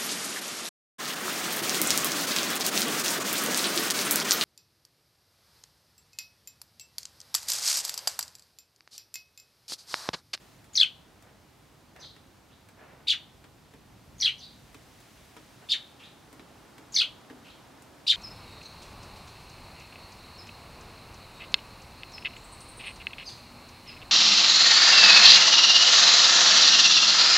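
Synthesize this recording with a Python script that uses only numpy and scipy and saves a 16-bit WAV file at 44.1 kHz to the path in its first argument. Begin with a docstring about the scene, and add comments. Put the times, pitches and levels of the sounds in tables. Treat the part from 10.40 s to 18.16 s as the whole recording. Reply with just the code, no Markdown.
"""Tree sparrow on a wooden hatch

A tree sparrow hops and pecks on a wooden hatch on a garden porch, giving six sharp chirps that ring between the boards.
Each chirp adds two rough gliding voices, one from each side of the syrinx (the bird's voice organ).
Other birds answer from the garden with one such voice each, mostly scattered. Taps are ringing wood and noise.
Behind them, shaped noise makes a low rumble, a swelling wash of far traffic and leaf hiss.
A pure tone makes a faint thin whine that dies away."""
import sys
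import numpy as np
from scipy import signal
from scipy.fft import rfft, irfft, next_fast_len
from scipy.io import wavfile
from scipy.ndimage import map_coordinates

SR = 44100
rng = np.random.default_rng(int(sys.argv[2]) if len(sys.argv) > 2 else 0)


def inscribe(sig):
    """Save sig as 16-bit PCM at rate SR to the path in sys.argv[1].

    A 1-D sig is mono; a 2-D sig holds one channel per row.
    Samples are clipped to [-1, 1] before scaling.
    """
    pcm = np.round(np.clip(np.atleast_2d(sig).T, -1, 1) * 32767)
    wavfile.write(sys.argv[1], SR, pcm.astype(np.int16))


N = 342216  # length of the scene [samples]

# Rumble, traffic and leaf colours: (frequency [Hz], level [dB])
RUMBLE_COLOUR = [(20, -27.5), (33, -12.5), (50, -1), (85, 0), (135, 1.5), (250, -7.5), (500, -18),
                 (1500, -50)]
TRAFFIC_COLOUR = [(25, -34.5), (80, -10.5), (280, 3.5), (450, -2.5), (800, -1.5), (1400, -7), (2500, -17.5),
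                  (5000, -22), (12000, -46.5)]
LEAF_COLOUR = [(60, -30), (500, -9.5), (2000, 4), (4000, 2), (6500, -1.5), (10000, -5), (13000, -7.5),
               (16000, -12)]
# How alike left and right are in all stereo noise: (frequency [Hz], likeness [0 to 1])
LEFT_RIGHT_LIKENESS = [(50, 0.97), (120, 0.99), (300, 0.56), (1000, 0.74), (4000, 0.77), (12000, .62)]
# Swells of the background: (peak time [s], half-length [s], rise [dB])
RUMBLE_SWELLS = [(3.7, .8, 3.9)]
TRAFFIC_SWELLS = [(2.7, 0.29, 2.2), (6.8, 2.1, 6.27)]
LEAF_GUSTS = [(0, .2, 4.5), (4.75, 0.85, 4.7), (7.3, 2, 3.8)]

# Beak and claws on the hatch; thump and tick are relative to the knock, before the trims in taps():
# (time [s], level [dB], thump [dB], tick [dB])
TAPS = [(0.2425, -53, -20, -7), (0.8242, -52.5, -9, -6.5), (1.5624, -43.5, -18, -19.5),
        (1.764, -46.5, -4, -18), (2.2873, -47, -8, -12.5), (3.041, -43, -13, -21.5),
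        (3.3375, -47.5, 2.5, -17), (4.345, -40.5, -2.5, -17), (4.603, -53, -15, -5),
        (4.9664, -38.5, -2.5, -19), (5.928, -45, -3, -9.5), (5.995, -40.5, -3, -26),
        (6.381, -41.5, -7, -17), (6.8995, -40.5, 5.5, -35), (7.4214, -51.5, -11, -3)]
# Ringing tones of the wooden hatch: (frequency [Hz], level [dB], time to fall 60 dB [s])
HATCH_TONES = [(260, 1, 0.13), (310, -2, 0.19), (406, -4.5, 0.12), (457, -2, 0.088), (759, -13, .05),
               (1054, -9.5, .06), (1850, -10, 0.054)]
# Colours of the board's knock and the surface tick: (frequency [Hz], level [dB])
KNOCK_COLOUR = [(60, -40), (300, -4.5), (900, 0.5), (2000, 0), (3500, -5.5), (6000, -16.5), (15000, -35.5)]
TICK_COLOUR = [(200, -60), (1000, -25.5), (4000, -3.5), (8000, 3.5), (13000, -3), (16000, -6.5)]
# How long echoes last on the porch and in the garden: (frequency [Hz], time to fall 60 dB [s])
PORCH_DECAY = [(200, 0.22), (2000, 0.16), (3500, 0.15), (7000, 0.16), (14000, 0.12)]
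GARDEN_DECAY = [(200, .4), (3800, 0.49), (7000, 0.26), (14000, .15)]

# Near calls of two kinds; the echo is relative to the call, the pan is left over right, the upper voice is
# relative to the lower, the swell is the rise over the call, and the fall is an extra drop in pitch:
# (time [s], level [dB], length [ratio], pitch [ratio], echo [dB], pan [dB], upper voice [dB],
#  swell [dB], fall [octaves])
CHIRPS = [(.331, -13, 1.008, 1.001, -7, 2.5, -2.5, -4, .01),
          (3.779, -19, 0.985, 0.97, -1.5, 0.9, -1.5, 3, 0.036),
          (6.520, -17, .985, 1.005, -2, 0.5, 2, -3.5, .02)]
CHIPS = [(2.669, -19, 1.01, 0.98, -3.5, 1.1, 0.35, -5, 0.01),
         (5.286, -22, 0.91, 1.037, -1, 1.1, 1, 5, -0.038),
         (7.665, -17, 1.03, 1.045, -3.5, 1.17, .5, -4, .12)]
# Turning points of the leading partial, before each call's stretch and pitch: (time from start [s], frequency [Hz])
CHIRP_GLIDE = [(.021, 4000), (.028, 5750), (.036, 6150), (.044, 4480), (.054, 3430), (.065, 3520),
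               (.075, 4500), (.080, 3480), (.085, 3280), (.092, 2450), (.102, 3200), (.121, 1810)]
CHIP_GLIDE = [(0, 1951), (.016, 3830), (.023, 2463), (.028, 3370), (.037, 3658), (.047, 3030), (.061, 1753),
              (.078, 1170)]
TWEET_GLIDE = [(0, 3153), (.027, 2557), (.07, 3900), (.085, 3610)]
# The other side of the syrinx glides higher and more plainly: (time from start [s], frequency [Hz])
CHIRP_UPPER_GLIDE = [(0, 7100), (.026, 6350), (.053, 5200), (.091, 4350), (.116, 2850)]
CHIP_UPPER_GLIDE = [(0, 3060), (.012, 4750), (.033, 4206), (.056, 3780), (.066, 2200), (.075, 1510)]
# Short pushes of air in the lower voice, before the call's stretch: (time from start [s], rise [dB])
CHIRP_ACCENTS = [(.034, 8.5), (.045, 11.5), (.053, 5), (.071, 10.5), (.082, 17), (.101, 11.5)]
CHIP_ACCENTS = [(.016, 8), (.030, 10), (.037, 16), (.047, 11)]
# Harmonics 1 to 6 of a voice, the second leading, before throat and undertone: (level [dB])
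PURE = [-40, 0, -19.5, -14, -33.5, -44]
REEDY = [-18, 2.5, -22.5, -22, -32, -29]
HOARSE = [-5, 1, -18, -22, -30, -30]
# How freely the fundamental sounds, before trim and wobble: (leading frequency [Hz], level [dB])
UNDERTONE = [(2800, 1), (3400, -7.5), (4300, 3), (5300, -18)]
# What the throat and open beak let through: (frequency [Hz], level [dB])
THROAT = [(500, -32.5), (1200, -9), (2000, -7), (3200, -3.5), (4400, -2.5), (5200, -7), (6200, -8.5),
          (7000, -14), (10000, -16.5), (15000, -24.5)]
# Colour of the air in a call: (frequency [Hz], level [dB])
RASP_COLOUR = [(800, -25.5), (2500, -4), (4000, 5), (6000, -4), (9000, -9.5), (12500, -16), (16000, -25.5)]

# Soft scuffs: (time [s], length [s], level [dB])
SCUFFS = [(.83, .15, -62), (1.553, 0.15, -55.5), (2.372, .29, -53), (5.21, 0.06, -54.5)]
# Colour of a scuff: (frequency [Hz], level [dB])
SCUFF_COLOUR = [(40, -50), (180, 1), (350, -1), (600, 4.5), (1200, -3.5), (1800, -1), (2600, -8.5),
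                (3500, -18.5), (8000, -37)]

# Far calls: (time [s], level [dB], length [ratio], pitch [ratio])
FAR_CHIRPS = [(1.568, -44.5, 1.1, 1.03), (3.955, -44.5, 1.1, 1.06)]
FAR_TWEETS = [(2.085, -66, 0.88, 1.06), (5.59, -52, 1.03, 1.001), (7.04, -54.5, 1.01, 1.001)]

# Voice settings; times are before the call's stretch, jitter is the pitch tremble as a fraction,
# and shimmer is the loudness tremble
CHIRP_LOW = dict(glide=CHIRP_GLIDE, accents=CHIRP_ACCENTS, partials=REEDY, attack_s=.003, hold_db=-13,
                 release_s=.011, jitter=.022, shimmer_db=2.5, rasp_db=-24.5)
CHIRP_HIGH = dict(glide=CHIRP_UPPER_GLIDE, accents=[], partials=PURE, attack_s=.058, hold_db=-12,
                  release_s=.028, jitter=.06, shimmer_db=3, rasp_db=-20)
CHIP_LOW = dict(glide=CHIP_GLIDE, accents=CHIP_ACCENTS, partials=PURE, attack_s=.0133, hold_db=-11,
                release_s=.028, jitter=.0308, shimmer_db=2.7, rasp_db=-25.5)
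CHIP_HIGH = dict(glide=CHIP_UPPER_GLIDE, accents=[], partials=PURE, attack_s=.017, hold_db=-8,
                 release_s=.017, jitter=.052, shimmer_db=3.5, rasp_db=-21)
FAR_CHIRP = dict(glide=CHIRP_GLIDE[:8], accents=[], partials=PURE, attack_s=.0031, hold_db=1.5,
                 release_s=.0036, jitter=.065, shimmer_db=1.5, rasp_db=-18)
FAR_TWEET = dict(glide=TWEET_GLIDE, accents=[], partials=HOARSE, attack_s=.01, hold_db=.3,
                 release_s=.017, jitter=.13, shimmer_db=3, rasp_db=-12)
ACCENT_S, FADE_DB = .0034, 15  # half-length of an air push; depth of each attack and release
CALL_S, TAIL_S = .16, .45  # time set aside for a call, and for its echo after it
RUMBLE_DB, TRAFFIC_DB, LEAVES_DB = -61, -61, -65  # resting levels, before swells, wavering and tilt
WHINE_HZ, WHINE_DB, WHINE_END_S, WHINE_FADE_DB_PER_S = 12769, -82.5, 4.5, 25  # the fade begins at WHINE_END_S
TOP_HZ = 15800  # nothing at or above this is kept


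def amp(db):
    """Turn decibels into a multiplier."""
    return 10 ** (np.asarray(db) / 20)


def unit(x):
    """Scale x to an average strength (rms) of 1."""
    return x / np.sqrt(np.mean(x ** 2) + 1e-20)


def along(points, hz):
    """Read a curve of (Hz, value) points, joined by straight lines on a log frequency axis."""
    f, value = np.transpose(points)
    return np.interp(np.log(hz + 1), np.log(f + 1), value)


def wobble(rate, size):
    """Draw a smooth random curve through rate random points a second."""
    knots = rng.standard_normal(int(size * rate / SR) + 4)
    return map_coordinates(knots, [np.arange(size) * rate / SR])


def filtered(x, response):
    """Make each frequency of x stronger or weaker by response(hz)."""
    n = x.shape[-1]
    padded = next_fast_len(n + 8192)
    hz = np.fft.rfftfreq(padded, 1 / SR)
    return irfft(rfft(x, padded) * response(hz), padded)[..., :n]


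def add(out, s, x):
    """Mix x into out from time s on."""
    i = max(round(s * SR), 0)
    out[:, i:i + x.shape[-1]] += x[..., :max(N - i, 0)]


def noise(colour, size):
    """Make coloured noise of rms 1 whose left and right are partly alike."""
    def response(hz):
        turn = np.arccos(np.clip(along(LEFT_RIGHT_LIKENESS, hz), -1, 1)) / 2
        return amp(along(colour, hz)) * [np.cos(turn), np.sin(turn)]  # shares for mid and side
    mid, side = filtered(rng.standard_normal((2, size)), response)
    return unit(np.array([mid + side, mid - side]))


def echo(x, decay, width, gap):
    """Smear x with fading stereo noise: a scattered answer as strong as x and gap seconds late."""
    hz, t, grains = signal.stft(rng.standard_normal((2, SR // 2)), SR, nperseg=256)
    fading = grains * amp(-60 * t / along(decay, hz)[:, None])
    mid, side = signal.istft(fading, SR, nperseg=256)[1]
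    tail = np.pad([mid + width * side, mid - width * side], ((0, 0), (int(abs(gap) * SR), 0)))
    answer = signal.fftconvolve(np.atleast_2d(x), tail, axes=1)[:, :x.shape[-1]]
    return unit(answer) * np.sqrt(np.mean(x ** 2))


def bell(t, peak, width):
    """Rise smoothly to 1 at the peak and fall back."""
    return np.exp(-((t - peak) / width) ** 2)


def swells(rows, t):
    """Add up the rises in dB of a table of swells."""
    return sum(db * bell(t, peak, width) for peak, width, db in rows)


def background():
    """Rumble, far traffic and leaves are noises that waver separately; a thin whine dies away."""
    t = np.arange(N) / SR
    rumble_db = RUMBLE_DB + swells(RUMBLE_SWELLS, t) + 1.2 * wobble(11, N)
    traffic_db = TRAFFIC_DB + swells(TRAFFIC_SWELLS, t) + .45 * wobble(3.3, N)
    leaves_db = LEAVES_DB + swells(LEAF_GUSTS, t) + .3 * wobble(5, N)
    rumble = amp(rumble_db) * noise(RUMBLE_COLOUR, N)
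    traffic = amp(traffic_db) * noise(TRAFFIC_COLOUR, N)
    leaves = amp(leaves_db) * noise(LEAF_COLOUR, N)
    whine_db = WHINE_DB - WHINE_FADE_DB_PER_S * np.maximum(t - WHINE_END_S, 0)
    whine = amp(whine_db) * np.sqrt(2) * np.sin(2 * np.pi * WHINE_HZ * t)
    tilt = amp([[-.5], [.5]])  # slightly stronger on the right
    return (rumble + traffic) * tilt + leaves + whine


def taps():
    """Each peck or hop ticks on the surface, knocks the board and makes the whole hatch ring."""
    out, t = np.zeros((2, N)), np.arange(SR // 3) / SR
    for s, db, thump_db, tick_db in TAPS:
        ring = 0
        for hz, level, t60 in HATCH_TONES:
            start_phase = rng.uniform(0, 2 * np.pi)
            ring = ring + amp(level - 60 * t / t60) * np.sin(2 * np.pi * hz * t + start_phase)
        thump = amp(thump_db - 8) * ring * (1 - np.exp(-t / .0014))  # soft start
        knock = amp(-6.5 - 60 * t / .06) * noise(KNOCK_COLOUR, len(t))
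        tick = amp(tick_db + 3.5 - 60 * t / .033) * noise(TICK_COLOUR, len(t))
        hit = amp(db) * (thump + knock + tick)
        add(out, s, hit + amp(-4.5) * echo(hit, PORCH_DECAY, width=.4, gap=.004))
    return out


def voice(length, pitch, glide, accents, partials, attack_s, hold_db, release_s, jitter, shimmer_db, rasp_db):
    """One side of the syrinx: a trembling harmonic glide shaped by the throat, with a rasp of air."""
    t = np.arange(int(CALL_S * SR)) / SR / length
    turns, turn_hz = np.transpose(glide)
    hz = pitch * np.interp(t, turns, turn_hz) * (1 + jitter * wobble(800, len(t)))
    phase = 2 * np.pi * np.cumsum(hz) / SR

    since, left = t - turns[0], turns[-1] - t
    gate = np.clip(np.minimum(since, left) / .003, 0, 1)  # silent outside the glide
    fade = np.clip(1 - since / attack_s, 0, 1) + np.clip(1 - left / release_s, 0, 1)
    pushes_db = sum(db * bell(t, s, ACCENT_S) for s, db in accents)
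    effort_db = hold_db - FADE_DB * fade + pushes_db

    # the fundamental comes and goes, and weakens on the highest notes
    under_db = along(UNDERTONE, hz) + 4.5 * wobble(250, len(t)) - 1.2
    tone = 0
    for k, level in enumerate(partials, 1):
        partial_hz = k / 2 * hz  # hz belongs to the second harmonic
        level_db = level + (k == 1) * under_db + along(THROAT, partial_hz)
        tone = tone + amp(level_db) * (partial_hz < SR / 2) * np.sin(k / 2 * phase)
    air = amp(rasp_db) * noise(RASP_COLOUR, len(t))[0]
    loudness = amp(effort_db + shimmer_db * wobble(400, len(t)))
    return gate * loudness * (np.sqrt(2) * tone + air)


def sparrow(calls, lower, upper, garden_db):
    """Near calls: both voices heard directly, the quick ring of the porch and a faint garden tail."""
    out = np.zeros((2, N))
    t = np.arange(int(CALL_S * SR)) / SR
    progress = np.minimum(t / lower["glide"][-1][0], 1) - .5  # zero at the middle of the unstretched call
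    for s, db, length, pitch, echo_db, pan_db, upper_db, swell_db, fall in calls:
        bend = pitch * 2 ** (-fall * progress)
        voices = voice(length, bend, **lower) + amp(upper_db) * voice(length, bend, **upper)
        call = np.pad(amp(swell_db * progress) * voices, (0, int(TAIL_S * SR)))
        porch = echo(call, PORCH_DECAY, width=.26, gap=.003)
        garden = echo(call, GARDEN_DECAY, width=.388, gap=.024)
        room = porch + amp(garden_db) * garden
        sides = amp([[db + pan_db / 2], [db - pan_db / 2]])
        add(out, s, sides * (call + amp(echo_db) * room))
    return out


def scuffs():
    """Brief uneven rubbing noises that swell quickly and fade."""
    out = np.zeros((2, N))
    for s, length, db in SCUFFS:
        u = np.linspace(0, 1, int(length * SR))
        swell = np.abs(np.sin(np.pi * u ** .5))  # peaks a quarter of the way in
        uneven = amp(db + 2.6 * wobble(90, len(u)))
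        add(out, s, uneven * swell * noise(SCUFF_COLOUR, len(u)))
    return out


def garden_birds(calls, song, direct_db):
    """Far calls: one voice each, arriving mostly scattered by the garden."""
    out = np.zeros((2, N))
    for s, db, length, pitch in calls:
        call = np.pad(voice(length, pitch, **song), (0, int(TAIL_S * SR)))
        scattered = echo(call, GARDEN_DECAY, width=.39, gap=.0021)
        add(out, s, amp(db) * (amp(direct_db) * call + scattered))
    return out


def scene():
    """The sparrow and its footwork in front, other birds and the garden behind."""
    behind = background()
    footwork = taps()
    chirps = sparrow(CHIRPS, CHIRP_LOW, CHIRP_HIGH, garden_db=-19.5)
    rubbing = scuffs()
    answers = garden_birds(FAR_CHIRPS, FAR_CHIRP, direct_db=-9)
    tweets = garden_birds(FAR_TWEETS, FAR_TWEET, direct_db=-2)
    chips = sparrow(CHIPS, CHIP_LOW, CHIP_HIGH, garden_db=-17.5)
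    return behind + footwork + chirps + rubbing + answers + tweets + chips


def record(dry):
    """Cut off the highest treble sharply at the top frequency."""
    return filtered(dry, lambda hz: hz < TOP_HZ)


dry = scene()
out = record(dry)
inscribe(out)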